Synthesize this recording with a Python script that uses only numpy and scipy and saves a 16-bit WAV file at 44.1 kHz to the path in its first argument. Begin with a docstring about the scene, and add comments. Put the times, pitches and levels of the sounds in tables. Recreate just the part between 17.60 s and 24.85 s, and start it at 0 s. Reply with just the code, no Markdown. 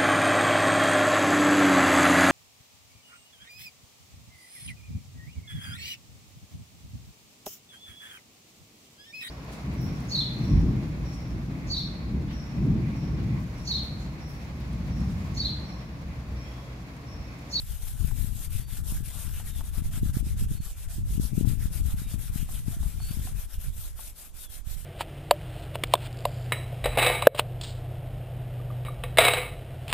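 """Garden: a cloth pad wipes oil into a leather saddle with quick to-and-fro strokes.
Each stroke hisses as fibres slip over the grain and rasps through the flap; most hush as the hand turns.
Now and then the pad knocks the flap. Breeze eddies rumble and thump at two microphone ports.
Far off, birds whistle and hoot over a steady hush."""
import sys
import numpy as np
from scipy import signal
from scipy.fft import rfft, irfft
from scipy.io import wavfile
from scipy.ndimage import uniform_filter1d

SR = 44100
rng = np.random.default_rng(int(sys.argv[2]) if len(sys.argv) > 2 else 0)


def transcribe(u):
    """Save the signal u as a 16-bit wav file named by the first command-line argument.

    u: samples, shape (n,) or (channels, n), limited to [-1, 1]; the rate is SR.
    q: integer samples, one column per channel.
    """
    v = np.clip(np.atleast_2d(u).T, -1, 1)
    q = np.round(v * 32767).astype(np.int16)
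    wavfile.write(sys.argv[1], SR, q)


N = 319725
TIME_S = np.arange(N) / SR

# breeze at each port: t/s, level/dB
BREEZE_LEFT = [(0, -31), (.27, -31), (.37, -25.5), (.9, -28.5), (1.15, -26.5), (1.6, -28), (2.4, -26),
               (2.93, -25.5), (3.15, -37), (3.5, -25), (3.85, -20.5), (4.3, -27), (4.7, -28.5), (5.1, -27),
               (5.76, -26.5), (5.87, -36.5), (6.3, -35.5), (6.8, -59), (7.25, -45)]
BREEZE_RIGHT = [(0, -38), (1.15, -37.5), (1.35, -28.5), (1.55, -38.5), (2.2, -31.5), (2.85, -26.5),
                (3.18, -40), (3.38, -26), (3.9, -36), (4.1, -31.5), (5.05, -36), (5.75, -30.5), (5.9, -40),
                (6.05, -28), (6.45, -41), (6.85, -41), (7.08, -33), (7.25, -32)]


def amp(db):
    """Decibels to gain."""
    return 10 ** (np.asarray(db) / 20)


def unit(x):
    """Each channel to rms 1."""
    return x / np.sqrt(np.mean(x ** 2, axis=-1, keepdims=True) + 1e-20)


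def along(curve):
    """A (t/s, value) curve at every sample."""
    return np.interp(TIME_S, *np.transpose(curve))


def colour(x, spectrum):
    """Filter by (f/Hz, level/dB) points on a log-frequency axis; rms 1."""
    hz, db = np.transpose(spectrum)
    bins_hz = np.fft.rfftfreq(N, 1 / SR)
    gain = amp(np.interp(np.log(bins_hz + 1), np.log(hz), db))
    return unit(irfft(rfft(x) * gain, N))


def wander(hz, size=N):
    """Random drift up to about hz; rms 1."""
    bins_hz = np.fft.rfftfreq(size, 1 / SR)
    return unit(irfft(rfft(rng.standard_normal(size)) / (1 + (bins_hz / hz) ** 4), size))


def add(mix, start_s, sound):
    """Mix a sound into one channel."""
    part = mix[max(round(start_s * SR), 0):][:len(sound)]
    part += sound[:len(part)]


def slips(per_s, spread_db, smooth):
    """Tiny slips of uneven size over the even noise of countless smaller ones."""
    size = amp(spread_db * np.minimum(rng.exponential(1, N), 4))
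    clicks = size * rng.standard_normal(N) * (rng.random(N) < per_s / SR)
    return unit(unit(clicks) + smooth * rng.standard_normal(N))


def cloth_folds(x, patch_db, bright_db):
    """Colour tilts with the grip and shifts in patches as different folds touch the leather."""
    hz, t, spectra = signal.stft(x, nperseg=512)
    patches = uniform_filter1d(rng.standard_normal(spectra.shape), size=9, axis=0)
    patches = uniform_filter1d(patches, size=9, axis=1)
    tilt = np.interp(hz, [3800, 8000, 12000], [-.9, -.1, .6])
    tilt_db = np.outer(tilt, np.interp(t, TIME_S, bright_db))
    gain = amp(patch_db * patches / patches.std() + tilt_db)
    return unit(signal.istft(spectra * gain, nperseg=512)[1][:N])


def fibre_hiss(speed, firm_db):
    """Fibres slip over the grain; brighter when firmer, faster or further left."""
    # hiss spectrum at each port: f/Hz, level/dB
    left = [(1200, -94), (2700, -17.5), (3300, -9.5), (3800, -5), (4300, -10.5), (5000, -13), (6600, -9.5),
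            (7100, -9), (8200, -3), (9200, 0), (11500, 2), (13100, 0.5), (14200, -0.5)]
    right = [(1200, -74), (2700, -46), (3300, -9), (5000, -2), (6700, 0), (8000, 3), (9000, 0),
             (10000, -3.5), (11000, 0), (12500, -18), (14200, -3.5)]
    # pad position on the flap: t/s, left minus right/dB
    place = [(0, 7), (1, 7), (2.25, 7), (2.5, 4.5), (3.7, 5), (4.4, 6.5), (5.4, 6), (6.3, 6.5), (7.2, 8.5)]
    pan_db = along(place) + 0.2 * firm_db  # firm strokes lean left
    ports = np.array([amp(pan_db), np.ones(N)]) * np.sqrt(2 / (1 + amp(pan_db) ** 2))
    bright_db = 6 * firm_db + 5 * (pan_db - 6) + 1.5 * (speed - 1)
    hiss = []
    for spectrum in (left, right):
        fibres = colour(slips(per_s=5000, spread_db=1.7, smooth=1.67), spectrum)
        hiss.append(cloth_folds(fibres, patch_db=2.25, bright_db=bright_db))
    return ports * np.array(hiss)


def flap_rasp():
    """The flap radiates the slips, more where loose; arm, chest and ground scatter them back."""
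    # flap spectrum: f/Hz, level/dB
    body = [(250, -1.5), (500, -0.5), (750, 0.5), (1100, -2.5), (1420, 2.5), (1800, 0), (2250, -0.5),
            (2500, 1.5), (2800, 1), (3500, 0.5), (4500, -14.5), (8000, -13)]
    # looseness under the pad: t/s, extra rasp/dB
    looseness = [(0, 0), (1.2, -1), (2.3, 1), (3.6, -1.5), (4.7, 0.6), (5.6, 0.5), (6.1, -2), (7.2, -2.5)]
    leather = colour(slips(per_s=2600, spread_db=2.7, smooth=1.6), body)
    direct = cloth_folds(leather, patch_db=2.78, bright_db=np.zeros(N))
    scattered = amp(-7) * colour(rng.standard_normal((2, N)), body)
    return amp(along(looseness)) * (direct + scattered)


def rubbing():
    """Hand speed and pressure set the friction that drives hiss and rasp."""
    # strokes, each lasting until the next: t/s, pressure as level/dB, start-to-end rise/dB
    strokes = [(-0.05, -46, -7), (0.06, -44, -4), (0.19, -41.5, 5.0), (0.344, -43.5, 7), (0.54, -41.5, -5),
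               (0.712, -40.5, 9), (0.888, -41.5, -8), (1.061, -41.5, 5), (1.228, -38.5, -4.5),
               (1.43, -40.0, 1.0), (1.522, -40, -2), (1.71, -41.5, 2), (1.837, -42, 4.0), (1.927, -42.5, 0),
               (2.028, -45, -3), (2.117, -42.0, 4), (2.219, -44.5, 3), (2.304, -40, 2), (2.412, -43.5, 6.0),
               (2.524, -41.5, -2), (2.625, -45, -2), (2.76, -42, -4), (2.871, -45, -2), (3.002, -43, -2),
               (3.152, -45, 5), (3.274, -44.0, -12.5), (3.437, -43.5, 13), (3.591, -40, -15),
               (3.73, -42.5, 0), (3.85, -42, -10), (3.976, -43.5, 2), (4.099, -40, 1.0), (4.223, -41.5, 5),
               (4.356, -41.5, -4), (4.463, -41.5, 3.0), (4.572, -41.5, -5), (4.716, -41, -3.5),
               (4.872, -42, -8), (5.048, -43.5, 0), (5.189, -44, -4), (5.378, -42.5, 6), (5.604, -41.0, -8),
               (5.74, -43, 4), (5.872, -45, 11), (5.979, -42.5, -4), (6.121, -43, -6), (6.348, -41.5, -2.5),
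               (6.54, -45.0, -12), (6.725, -43, 9), (6.882, -43.5, -8.5), (7.031, -44, 20),
               (7.162, -48.5, -16), (7.3, -37, 0.0)]
    # hand turns, high if looped, low if stopped dead: t/s, relative level/dB
    turns = [(0, 1), (.71, -2.5), (.89, -11), (1.06, -16), (1.43, -11), (1.52, 1), (2.12, -8), (2.9, -14),
             (3.15, -7), (3.44, -18), (3.59, -9), (4.7, -8.5), (5.19, -3.5), (5.6, 0.5), (5.87, -14),
             (6.12, -10), (7.03, -26), (7.16, 1)]
    usual_db, catch_db, catch_hz = -42.5, 1.05, 54
    start_s, stroke_db, rise_db = np.transpose(strokes)
    index = np.arange(len(start_s))
    phase = np.interp(TIME_S, start_s, index)
    stroke = phase.astype(int)
    press_db = stroke_db[stroke] + rise_db[stroke] * (phase - stroke - .5)
    firm_db = np.interp(phase, index + .5, stroke_db) - usual_db
    speed = np.minimum(abs(np.sin(np.pi * phase)) * 1.156, 1) ** 1.36  # zero at stroke ends
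    turning = (1 - speed) * amp(usual_db + firm_db + along(turns) - 3.5)
    sliding = speed * amp(press_db + 1.89)
    friction = (turning + sliding) * amp(catch_db * wander(catch_hz))  # pad catches and lets go
    hiss = amp(-1.51) * friction * fibre_hiss(speed, firm_db)
    rasp_drive = (friction / amp(usual_db)) ** 0.72  # grows more slowly than the hiss
    return hiss + amp(usual_db - 13.82) * rasp_drive * flap_rasp()


def breeze():
    """Eddies rumble independently at each port, sharper as it blows harder."""
    # rumble spectra by breeze strength: f/Hz, level/dB
    light = [(5, -3), (20, 2.5), (45, 1), (75, -5), (110, -14), (160, -22.5), (250, -47), (500, -73),
             (1200, -90)]
    strong = [(5, -20), (25, 1.5), (50, 3), (80, 2), (130, -2), (200, -11.5), (300, -22), (450, -35),
              (700, -44.5), (1500, -66)]
    dips_per_s, gust_db, gust_hz = 70, 3.2, 16
    out = []
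    for wind in (BREEZE_LEFT, BREEZE_RIGHT):
        wind_db = along(wind)
        strength = np.clip((wind_db + 35) / 15, 0, 1)
        dips = -rng.uniform(.3, 1, N) * (rng.random(N) < dips_per_s / SR)  # brief suction
        gusts = amp(gust_db * np.clip(wander(gust_hz), -2, 1))
        eddies = gusts * (unit(dips - dips.mean()) + 0.76 * rng.standard_normal(N))
        rumble = (1 - strength) * colour(eddies, light) + strength * colour(eddies, strong)
        out.append(amp(wind_db - 0.1) * rumble)
    return np.array(out)


def garden_air():
    """Steady hush, partly common to both ports."""
    # hush spectrum: f/Hz, level/dB
    hush = [(30, -9), (200, 18), (350, 10.5), (600, 7.5), (1000, 4.5), (2000, -4), (4000, -2.5), (8000, 3),
            (14000, -9)]
    return amp(-62) * colour(rng.standard_normal((2, N)) + 0.74 * rng.standard_normal(N), hush)


def flap_knocks():
    """The pad bumps the flap, which rings briefly against the saddle."""
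    # bumps: t/s, relative peak/dB
    bumps = [(0.511, -40), (1.799, -37), (2.008, -34.5), (3.85, -41.5), (4.89, -38), (5.229, -41.5),
             (5.401, -40.5), (5.671, -38), (6.391, -39)]
    # saddle modes: f/Hz, level/dB, t60/s
    modes = [(726, 4.5, 0.044), (856, 6, 0.051), (1054, 5, 0.032), (1330, 9.5, 0.01), (1760, 5.5, 0.0089),
             (2980, 2, 0.013)]
    attack_s = 0.00021  # cloth softens the blow
    out, t = np.zeros(N), TIME_S[:SR // 10]
    for start_s, db in bumps:
        detunes = 1 + 0.044 * rng.standard_normal(len(modes))
        ring = np.zeros(len(t))
        for (hz, mode_db, t60_s), detune in zip(modes, detunes):
            decay = amp(mode_db - 60 * t / t60_s)
            ring += decay * np.sin(2 * np.pi * (hz * detune * t + rng.random()))
        ring *= 1 - np.exp(-t / attack_s)
        add(out, start_s, amp(db - 2.5) * ring / abs(ring).max())
    return out


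def add_eddy(port, centre_s, db, hz):
    """One eddy pushes on the port, then sucks sharply: a low thump, its spectrum centred on hz."""
    t = np.arange(-1300, 1301) / SR
    pressure = -(np.exp(-.6j) / (1 - 2j * np.pi * hz * t / 3) ** 3).real
    add(port, centre_s + t[0], amp(db) * pressure * signal.windows.tukey(len(t), .5))


def buffets():
    """Large eddies strike the ports; lesser ones come at random in strong breeze."""
    # large eddies: t/s, level/dB, port (0 left, 1 right)
    strikes = [(.646, -16, 0), (2.221, -16.5, 0), (2.432, -10.5, 0), (2.461, -15, 0), (2.57, -11, 1),
               (2.917, -15, 1), (3.004, -18, 1), (3.58, -12, 0), (3.599, -9.5, 0), (3.733, -13.5, 0),
               (3.78, -8.5, 0), (3.811, -7.5, 0), (3.852, -15.5, 0), (3.874, -15, 0), (4.344, -16, 0),
               (4.543, -15, 0), (4.76, -14.5, 0), (4.829, -16, 0), (5.083, -12.5, 0), (5.511, -16, 0),
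               (7.073, -23.5, 1)]
    large_hz, reference_db, db_per_octave = 162.4, -11.5, 15.5  # stronger is quicker
    small_hz, spread_db = 164, 3.5
    out = np.zeros((2, N))
    for centre_s, db, side in strikes:
        hz = large_hz * 2 ** ((db - reference_db) / db_per_octave)
        add_eddy(out[int(side)], centre_s, db, hz)
    for port, wind in zip(out, (BREEZE_LEFT, BREEZE_RIGHT)):
        wind_db = along(wind)
        per_s = 3.5 * np.clip((wind_db + 32) / 7, 0, 2)
        arrivals = np.flatnonzero(rng.random(N) < per_s / SR)
        small_db = wind_db + 3 + spread_db * np.clip(rng.standard_normal(N), -2, 1)
        for i in arrivals:
            add_eddy(port, TIME_S[i], small_db[i], small_hz)
    return out


def far_calls(calls, length_s, waver, t60_s):
    """Wavering, fading tones smeared by echoes from trees and walls."""
    direct, count = np.zeros(N), int(length_s * SR)
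    envelope = signal.windows.tukey(count, .5) * amp(np.linspace(0, -6, count))
    for start_s, db, start_hz, end_hz in calls:
        hz = np.linspace(start_hz, end_hz, count) * (1 + waver * wander(hz=157, size=count))
        add(direct, start_s, amp(db) * envelope * np.sin(2 * np.pi * np.cumsum(hz) / SR))
    t = TIME_S[:SR // 2]
    echoes = unit(rng.standard_normal((2, len(t))) * amp(-60 * t / t60_s)) / np.sqrt(len(t))
    return direct + .5 * signal.fftconvolve(direct[None], echoes, axes=1)[:, :N]


def bird_whistles():
    """High glides, far off and slightly right."""
    # whistles: t/s, level/dB, start f/Hz, end f/Hz
    calls = [(.97, -59, 4510, 4600), (1.86, -57, 3880, 3360), (2.93, -58, 4230, 4550),
             (4.4, -57, 3950, 3400), (5.38, -49, 4350, 4630), (6.77, -57, 3880, 3130)]
    return far_calls(calls, length_s=.18, waver=0.0125, t60_s=.22) * amp([[-2], [1]])


def bird_hoots():
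    """Faint, low calls on one pitch."""
    # hoots: t/s, level/dB
    hoots = [(2.3, -57), (3.27, -59), (5.115, -55)]
    hz = 680
    calls = [(start_s, db, hz, hz) for start_s, db in hoots]
    return far_calls(calls, length_s=0.09, waver=.025, t60_s=0.35)


def scene():
    """Birds, saddle, wind and air in stereo."""
    birds = bird_whistles() + bird_hoots()
    return birds + rubbing() + flap_knocks() + breeze() + buffets() + garden_air()


def record(dry):
    """Steep low-pass."""
    edge_hz = 14280
    taps = signal.firwin(601, edge_hz, window=("kaiser", 9), fs=SR)
    return signal.oaconvolve(dry, taps[None], "same")


dry = scene()
out = record(dry)
transcribe(out)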